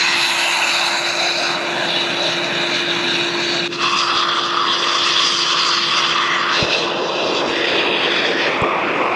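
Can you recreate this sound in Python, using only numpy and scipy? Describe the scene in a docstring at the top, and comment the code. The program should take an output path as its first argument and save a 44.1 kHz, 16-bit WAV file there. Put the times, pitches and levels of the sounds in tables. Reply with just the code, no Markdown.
"""A sputtering hiss, close up: expanding foam sprayed through a straw into a gap low in a crawlspace wall.
The tip moves from place to place, and the hollows round it colour the jet, shifting as foam fills them.
Once, a plug of foam chokes the straw for an instant.
A fan hums behind, and a few handling bumps and one small tick come through."""
import sys
import numpy as np
from scipy import signal
from scipy.fft import rfft, irfft, next_fast_len
from scipy.io import wavfile
from scipy.ndimage import uniform_filter1d, minimum_filter1d

SR = 44100
rng = np.random.default_rng(int(sys.argv[2]) if len(sys.argv) > 2 else 0)


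def dump_mix(stems):
    """Bounce the given channels to the path in sys.argv[1] as a 16-bit WAV at rate SR."""
    frames = np.atleast_2d(stems).T  # one column per channel
    limited = np.clip(frames, -1, 1)  # hard clip at full scale
    pcm = np.round(limited * 32767).astype(np.int16)
    wavfile.write(sys.argv[1], SR, pcm)


N = 403515
TIME = np.arange(N) / SR


def from_db(db):
    """Decibels to gain."""
    return 10 ** (np.asarray(db) / 20)


def rms_one(x):
    """Scale to unit rms."""
    return x / np.sqrt(np.mean(x ** 2) + 1e-20)


def in_time(rows, t):
    """Read each column of an automation curve at the times t."""
    times, *columns = np.transpose(rows)
    return [np.interp(t, times, column) for column in columns]


def at_hz(points, hz):
    """Read an EQ curve on a log-frequency axis."""
    points_hz, db = np.transpose(points)
    return np.interp(np.log(np.maximum(hz, 1)), np.log(points_hz), db)


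def coloured(x, points):
    """Pass a sound through an EQ curve."""
    size = next_fast_len(N)
    hz = np.arange(size // 2 + 1) * SR / size
    return irfft(rfft(x, size) * from_db(at_hz(points, hz)), size)[:N]


def bell(x, centre, width):
    """1 at the centre, a half at half a width to either side."""
    return np.exp2(-(2 * (x - centre) / width) ** 2)


def when_open(t, start, end, fade_s):
    """A gate: 1 between start and end, with soft edges."""
    return np.clip(np.minimum(t - start, end - t) / fade_s + .5, 0, 1)


def drift(rate_hz):
    """Random modulation with spread 1: coarse noise through a double one-pole low-pass."""
    step, settle = 20, 4000
    pole = np.exp(-2 * np.pi * step * rate_hz / SR)
    noise = rng.standard_normal(N // step + settle + 2)
    slow = signal.lfilter([1], [1, -2 * pole, pole * pole], noise)[settle:]
    return np.interp(np.arange(N) / step, np.arange(len(slow)), rms_one(slow))


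# the fan's swells and dips: (time [s], hum level [dB], air rush level [dB])
FAN_LEVELS = [(0, -34, -34), (.6, -38.5, -47.5), (1.2, -33, -37.5), (1.8, -32.5, -32.5), (2.5, -29.5, -32),
              (3.2, -27, -30), (3.62, -26.5, -32), (3.9, -32.5, -35.5), (4.6, -33, -39), (5.5, -35, -38),
              (6.4, -34, -36), (7.4, -31, -37), (9.15, -33, -37.5)]
# the low body of its air rush: (frequency [Hz], gain [dB])
RUSH_EQ = [(25, -28), (50, -16), (95, -25), (125, 0), (165, 5.5), (220, 0.5), (290, 3.5), (450, -1.5),
           (1000, -46.5)]


def fan(blade_hz, waver_db):
    """One slightly wavering blade tone on a low rush of air."""
    hum_db, rush_db = in_time(FAN_LEVELS, TIME)
    phase = 2 * np.pi * blade_hz * TIME + 0.044 * drift(rate_hz=1.3)
    hum = np.sqrt(2) * np.sin(phase) * from_db(hum_db + waver_db * drift(rate_hz=7.5))
    rush = from_db(rush_db) * rms_one(coloured(rng.standard_normal(N), RUSH_EQ))
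    return hum + rush


# dull handling bumps: (time [s], level [dB], pitch [Hz])
HANDLING_BUMPS = [(.15, -30, 110), (4.155, -26, 100), (5.02, -31, 95), (5.73, -31, 86), (6.625, -5, 156),
                  (6.648, -20.5, 110), (6.855, -29, 90), (7.488, -24, 105), (7.729, -23, 125),
                  (7.886, -25, 100), (8.620, -6.5, 139), (8.79, -40, 95)]
# a small sharp tick: (time [s], level [dB])
HANDLING_TICKS = [(8.618, -24)]


def handling(bump_t60_s, tick_t60_s, tick_hz):
    """A bump is a heavily damped low swing; a tick is a short bright ring."""
    bumps = [(start, db, hz, bump_t60_s) for start, db, hz in HANDLING_BUMPS]
    ticks = [(start, db, tick_hz, tick_t60_s) for start, db in HANDLING_TICKS]
    knocks = np.zeros(N)
    for start, db, hz, t60 in bumps + ticks:
        age = np.maximum(TIME - start, 0)
        knocks += from_db(db - 60 * np.minimum(age / t60, 10)) * np.sin(2 * np.pi * hz * age)
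    return knocks


# early reflections off the wall, boards and ground: (start [s], end [s], delay [ms], signed gain [ratio])
REFLECTIONS = [(.4, 1.65, 1.17, -.2), (0, 3.6, 3.0, .13), (2.0, 3.6, 1.02, .12), (3.7, 9.15, 1.34, -.16),
               (4.9, 7.5, 1.95, .13), (7.0, 8.0, 2.68, -.13)]


def echo_comb(hz, t, fade_s):
    """Short echoes add to the direct hiss and ripple its spectrum."""
    response = 1
    for start, end, delay_ms, strength in REFLECTIONS:
        lag = np.exp(-2j * np.pi * hz[:, None] * delay_ms / 1000)
        response = response + strength * when_open(t, start, end, fade_s) * lag
    return np.abs(response)


# the tip's five resting places; a negative sink rises: (start [s], end [s], pitch sink [share per s])
TIP_PLACES = [(-.2, 1.55, .017), (1.55, 3.72, .003), (3.72, 6.55, .001), (6.55, 8.5, .053),
              (8.5, 9.4, -.04)]
# resonances (+) and cancellations (-), one list per place: (frequency [Hz], width [Hz], gain [dB])
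HOLLOW_MODES = [
    [(920, 280, 7.5), (1540, 230, 7), (2587, 246, 9.5), (3270, 410, -12), (4056, 420, 10.5),
     (4520, 210, 9.5), (6000, 280, -6), (6530, 1400, 6)],
    [(613, 144, 10.5), (880, 360, 7), (1536, 440, 10), (2466, 144, 8.5), (3195, 240, -13.7),
     (3900, 300, 7.5), (5050, 460, -10), (6460, 270, 6.5)],
    [(874, 220, -6.0), (1190, 570, 14.5), (2375, 510, -7.5), (3420, 360, 6), (4110, 81, 2.8),
     (4850, 660, 8.9), (5860, 450, 6.5)],
    [(465, 650, 13), (1070, 57, 4), (2440, 390, -7.5), (2606, 430, 10), (3940, 680, 4), (4430, 240, -14.5),
     (5100, 2800, 7.5)],
    [(1160, 400, 6.4), (2390, 850, 10.5), (3460, 350, 3.8), (4110, 160, -2)],
]
# foam pockets that ring (+) or absorb (-): (middle [s], length [s], frequency [Hz], width [Hz], gain [dB])
FOAM_POCKETS = [(0.18, 0.87, 2000, 270, 8), (0.193, 0.53, 3270, 500, 11), (0.36, 1.35, 427, 130, -24),
                (0.54, 0.32, 2920, 810, 11.5), (0.65, 0.9, 7030, 700, 7), (1, 1.2, 5600, 500, -3),
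                (1.275, 0.58, 646, 210, 14.5), (1.403, 0.35, 4860, 280, 8), (3.45, 0.4, 4420, 300, 9.5),
                (3.907, 0.49, 2610, 310, 12.5), (5.21, 0.86, 2430, 1780, 10), (5.644, 0.32, 4360, 680, 8),
                (6.09, 0.8, 2440, 1360, 7.5), (6.33, 0.25, 5000, 600, -10), (6.335, 0.24, 2000, 634, 9),
                (6.62, 0.27, 4850, 500, 3), (7.004, 0.78, 2060, 820, -9.5), (7.15, 0.58, 7900, 900, -4),
                (7.67, 0.16, 1910, 360, 10.5), (7.87, 0.63, 2980, 800, 3.5), (7.92, 0.4, 5470, 550, -12),
                (8.26, 0.36, 1810, 680, 10)]


def hollows_db(hz, t, fade_s):
    """Each hollow's resonances glide as foam fills it; small pockets open by the tip and fill again."""
    colour_db = np.zeros((len(hz), len(t)))
    for (start, end, sink), modes in zip(TIP_PLACES, HOLLOW_MODES):
        opening = when_open(t, start, end, fade_s)
        now = opening > 0
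        pitch = 1 - sink * (t[now] - start)
        for mode_hz, width_hz, db in modes:
            colour_db[:, now] += db * opening[now] * bell(hz[:, None], mode_hz * pitch, width_hz)
    for middle, length, pocket_hz, width_hz, db in FOAM_POCKETS:
        opening = when_open(t, middle - length / 2, middle + length / 2, fade_s)
        colour_db += db * np.outer(bell(hz, pocket_hz, width_hz), opening)
    return colour_db


def flicker(hz, t, width_hz, rate_hz):
    """The bubbling foam lets patches of the spectrum swell and fade by chance, with spread 1."""
    patches = rng.standard_normal((len(hz), len(t)))
    for _ in range(2):
        patches = uniform_filter1d(patches, max(1, round(width_hz / hz[1])), axis=0)
        patches = uniform_filter1d(patches, max(1, round(1 / (rate_hz * t[1]))), axis=1)
    return rms_one(patches)


# the wet body, foam leaving the straw: (time [s], gurgle level [dB], rasp level [dB])
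FOAM_LEVELS = [(0.0, -29.5, -18.5), (0.73, -25, -20.5), (1.55, -22.5, -23), (3.02, -28.5, -23.5),
               (3.59, -25.5, -24.5), (3.85, -35.5, -20.7), (4.69, -32.0, -20.5), (5.37, -35.5, -24.5),
               (6.53, -34, -18.5), (6.62, -25, -26), (7.39, -21, -27), (7.68, -24.5, -23.5),
               (7.86, -23, -26), (8.99, -24, -21), (9.15, -24, -23)]
# the bright edge, gas leaving with it: (time [s], hiss level [dB], sizzle level [dB])
GAS_LEVELS = [(0.0, -16, -30.5), (0.51, -15.5, -27.5), (1.51, -20, -32.5), (1.57, -23, -37),
              (1.93, -19.5, -37.5), (3.09, -18.5, -37), (3.49, -18.5, -33), (3.99, -20.5, -33.5),
              (4.55, -25, -41.5), (5.05, -16.5, -27.5), (6.15, -20.5, -35), (6.46, -27, -43),
              (6.73, -18.0, -33), (6.94, -29, -43), (7.45, -23, -35.5), (7.94, -21, -51),
              (8.28, -20.2, -35), (8.67, -27.5, -51.5), (9.15, -27, -50.5)]
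# gas spurts through (+) or foam briefly narrows the straw (-): (middle [s], length [s], gain [dB])
GAS_SPURTS = [(0.75, 0.05, 2.2), (1.15, 0.09, -1.5), (1.32, 0.05, 1.9), (1.43, 0.04, 3.0),
              (1.76, 0.09, 1.3), (2.29, 0.18, 2.8), (2.4, 0.04, -3.2), (2.79, 0.08, 2.7),
              (2.85, 0.05, -3.4), (3.14, 0.1, 2.2), (3.35, 0.1, -2.7), (3.92, 0.05, -2.1),
              (3.99, 0.05, 2.6), (4.12, 0.05, -1.8), (4.19, 0.07, 2.5), (4.47, 0.05, 2.1),
              (4.99, 0.12, -4.0), (5.14, 0.05, -4.6), (5.55, 0.03, -2.8), (5.67, 0.06, 3.6),
              (5.99, 0.07, 3.4), (6.57, 0.09, 5.8), (6.67, 0.04, -4.8), (7.44, 0.06, -7.3),
              (7.78, 0.07, 2.9), (8.32, 0.18, -5.4), (8.46, 0.15, 2.2), (8.89, 0.04, 2.9)]
# how much of a spurt each register takes: (gurgle, rasp, hiss, sizzle, mist) [share]
SPURT_SENDS = [.03, 0.052, 0.73, 1, .65]


def flow_levels_db(t, mist_attack_s=.42, clog_s=2.45):
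    """The flow drives gurgle, rasp, hiss, sizzle and mist: slow swells with spurts on top."""
    gurgle, rasp = in_time(FOAM_LEVELS, t)
    hiss, sizzle = in_time(GAS_LEVELS, t)
    # the finest spray follows the hiss and is strongest while the tip is still clean
    clean_tip = 24.5 * np.minimum(1, 0.38 + t / mist_attack_s) * np.exp(-t / clog_s)
    mist = -62.5 + 1.17 * (hiss - hiss.mean()) + clean_tip
    spurts = sum(db * bell(t, middle, length) for middle, length, db in GAS_SPURTS)
    return np.array([gurgle, rasp, hiss, sizzle, mist]) + np.outer(SPURT_SENDS, spurts)


# how unevenly foam and gas leave the straw: (time [s], flutter depth [dB])
SPUTTER_DEPTH = [(0, .5), (3.6, .55), (3.9, .85), (5.6, .9), (6.2, .65), (6.9, .5), (9.15, .4)]


def fizz(bursts_per_s, size_db, burst_db):
    """Turbulence and the tiny bursts of gas cells, throttled unevenly by passing plugs of foam."""
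    sizes = from_db(size_db * np.minimum(rng.exponential(1, N), 5)) * rng.choice([-1, 1], N)
    bursts = rms_one(sizes * (rng.random(N) < bursts_per_s / SR))
    gas = rms_one(rng.standard_normal(N) + from_db(burst_db) * bursts)
    depth_db, = in_time(SPUTTER_DEPTH, TIME)
    plugs = rms_one(drift(rate_hz=81) + 0.37 * drift(rate_hz=200))
    flutter_rms = np.exp((depth_db * np.log(10) / 20) ** 2)
    return gas * from_db(depth_db * plugs) / flutter_rms


# the tone of the jet in free air: (frequency [Hz], gain [dB])
JET_EQ = [(60, -40), (150, -13), (260, -7.5), (400, -2), (600, -0.5), (1450, 7), (3000, 0), (5000, -11),
          (6500, -19), (8500, -27), (10100, -35.5), (10950, -28), (11900, -47), (13300, -47)]
# the bands of gurgle, rasp, hiss, sizzle and mist: (low edge [Hz], high edge [Hz])
REGISTER_BANDS = [(400, 900), (900, 2300), (2300, 5200), (5200, 8500), (9200, 13000)]
# a plug of foam builds up, shuts the straw for an instant and is pushed out: (time [s], gain [dB])
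CHOKE_DUCK = [(3.6, -3.5), (3.676, -7.5), (3.681, -30), (3.686, -21), (3.72, -13), (3.735, -6.5),
              (3.775, -12), (3.83, 0)]


def spray(trim_db):
    """The fizzing jet sounds through the hollows, driven by the flow: direct and scattered sound."""
    sources = np.array([fizz(bursts_per_s=6000, size_db=3.5, burst_db=-4) for _ in range(2)])
    hz, t, frames = signal.stft(sources, SR, nperseg=512, noverlap=384)
    gain = from_db(at_hz(JET_EQ, hz)[:, None] + hollows_db(hz, t, fade_s=0.22))
    gain *= echo_comb(hz, t, fade_s=.25)
    # the hollows only share out the power that the flow puts into each register
    flow_db = flow_levels_db(t)
    centres_hz = np.sqrt(np.prod(REGISTER_BANDS, axis=1))
    crossfade = np.transpose([at_hz(np.c_[centres_hz, solo], hz) for solo in np.eye(len(centres_hz))])
    bands = [(hz >= low) & (hz < high) for low, high in REGISTER_BANDS]
    for _ in range(3):
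        power = np.array([np.sum(gain[band] ** 2, axis=0) / len(hz) for band in bands])
        gain *= from_db(crossfade @ (flow_db - 10 * np.log10(power)))
    # narrow patches waver slowly; broad ones jump with each spit of foam
    gain *= from_db(1.64 * flicker(hz, t, width_hz=260, rate_hz=15))
    sputter_db, = in_time(SPUTTER_DEPTH, t)
    spits = 3.0 * sputter_db * flicker(hz, t, width_hz=2000, rate_hz=35)
    gain *= from_db((crossfade @ SPURT_SENDS)[:, None] * spits)
    _, jet = signal.istft(frames * gain, SR, nperseg=512, noverlap=384)
    choke_db, = in_time(CHOKE_DUCK, TIME)
    return from_db(trim_db + choke_db) * jet[:, :N]


# stereo width, opening in the top treble: (frequency [Hz], side over mid [dB])
WIDTH_EQ = [(60, -21), (300, -48), (1400, -59.5), (2800, -63), (5000, -39), (8000, -20), (11000, -16),
            (13000, -1)]


def scene():
    """Spray, fan and handling sit in the centre; only the top of the hiss spreads wide."""
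    direct, scattered = spray(trim_db=0.75)
    background = fan(blade_hz=345.3, waver_db=0.7)
    background += handling(bump_t60_s=0.025, tick_t60_s=.006, tick_hz=7660)
    mid = direct + background
    side = coloured(scattered + background, WIDTH_EQ)
    return np.array([mid + side, mid - side])


def record(dry):
    """A low cut, a fast limiter on the tallest peaks, a narrow treble notch and a steep high cut."""
    thinned = signal.sosfilt(signal.butter(2, 55, "high", fs=SR, output="sos"), dry)
    ceiling, hold_samples = .58, 130
    limiter_gain = np.minimum(1, ceiling / (np.abs(thinned).max(axis=0) + 1e-9))
    limited = thinned * uniform_filter1d(minimum_filter1d(limiter_gain, hold_samples), hold_samples)
    notch = signal.iirnotch(9000, Q=24, fs=SR)
    notched = signal.lfilter(*notch, signal.lfilter(*notch, limited))
    high_cut = signal.ellip(10, .3, 80, 13700, fs=SR, output="sos")
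    return signal.sosfilt(high_cut, notched)


dry = scene()
out = record(dry)
dump_mix(out)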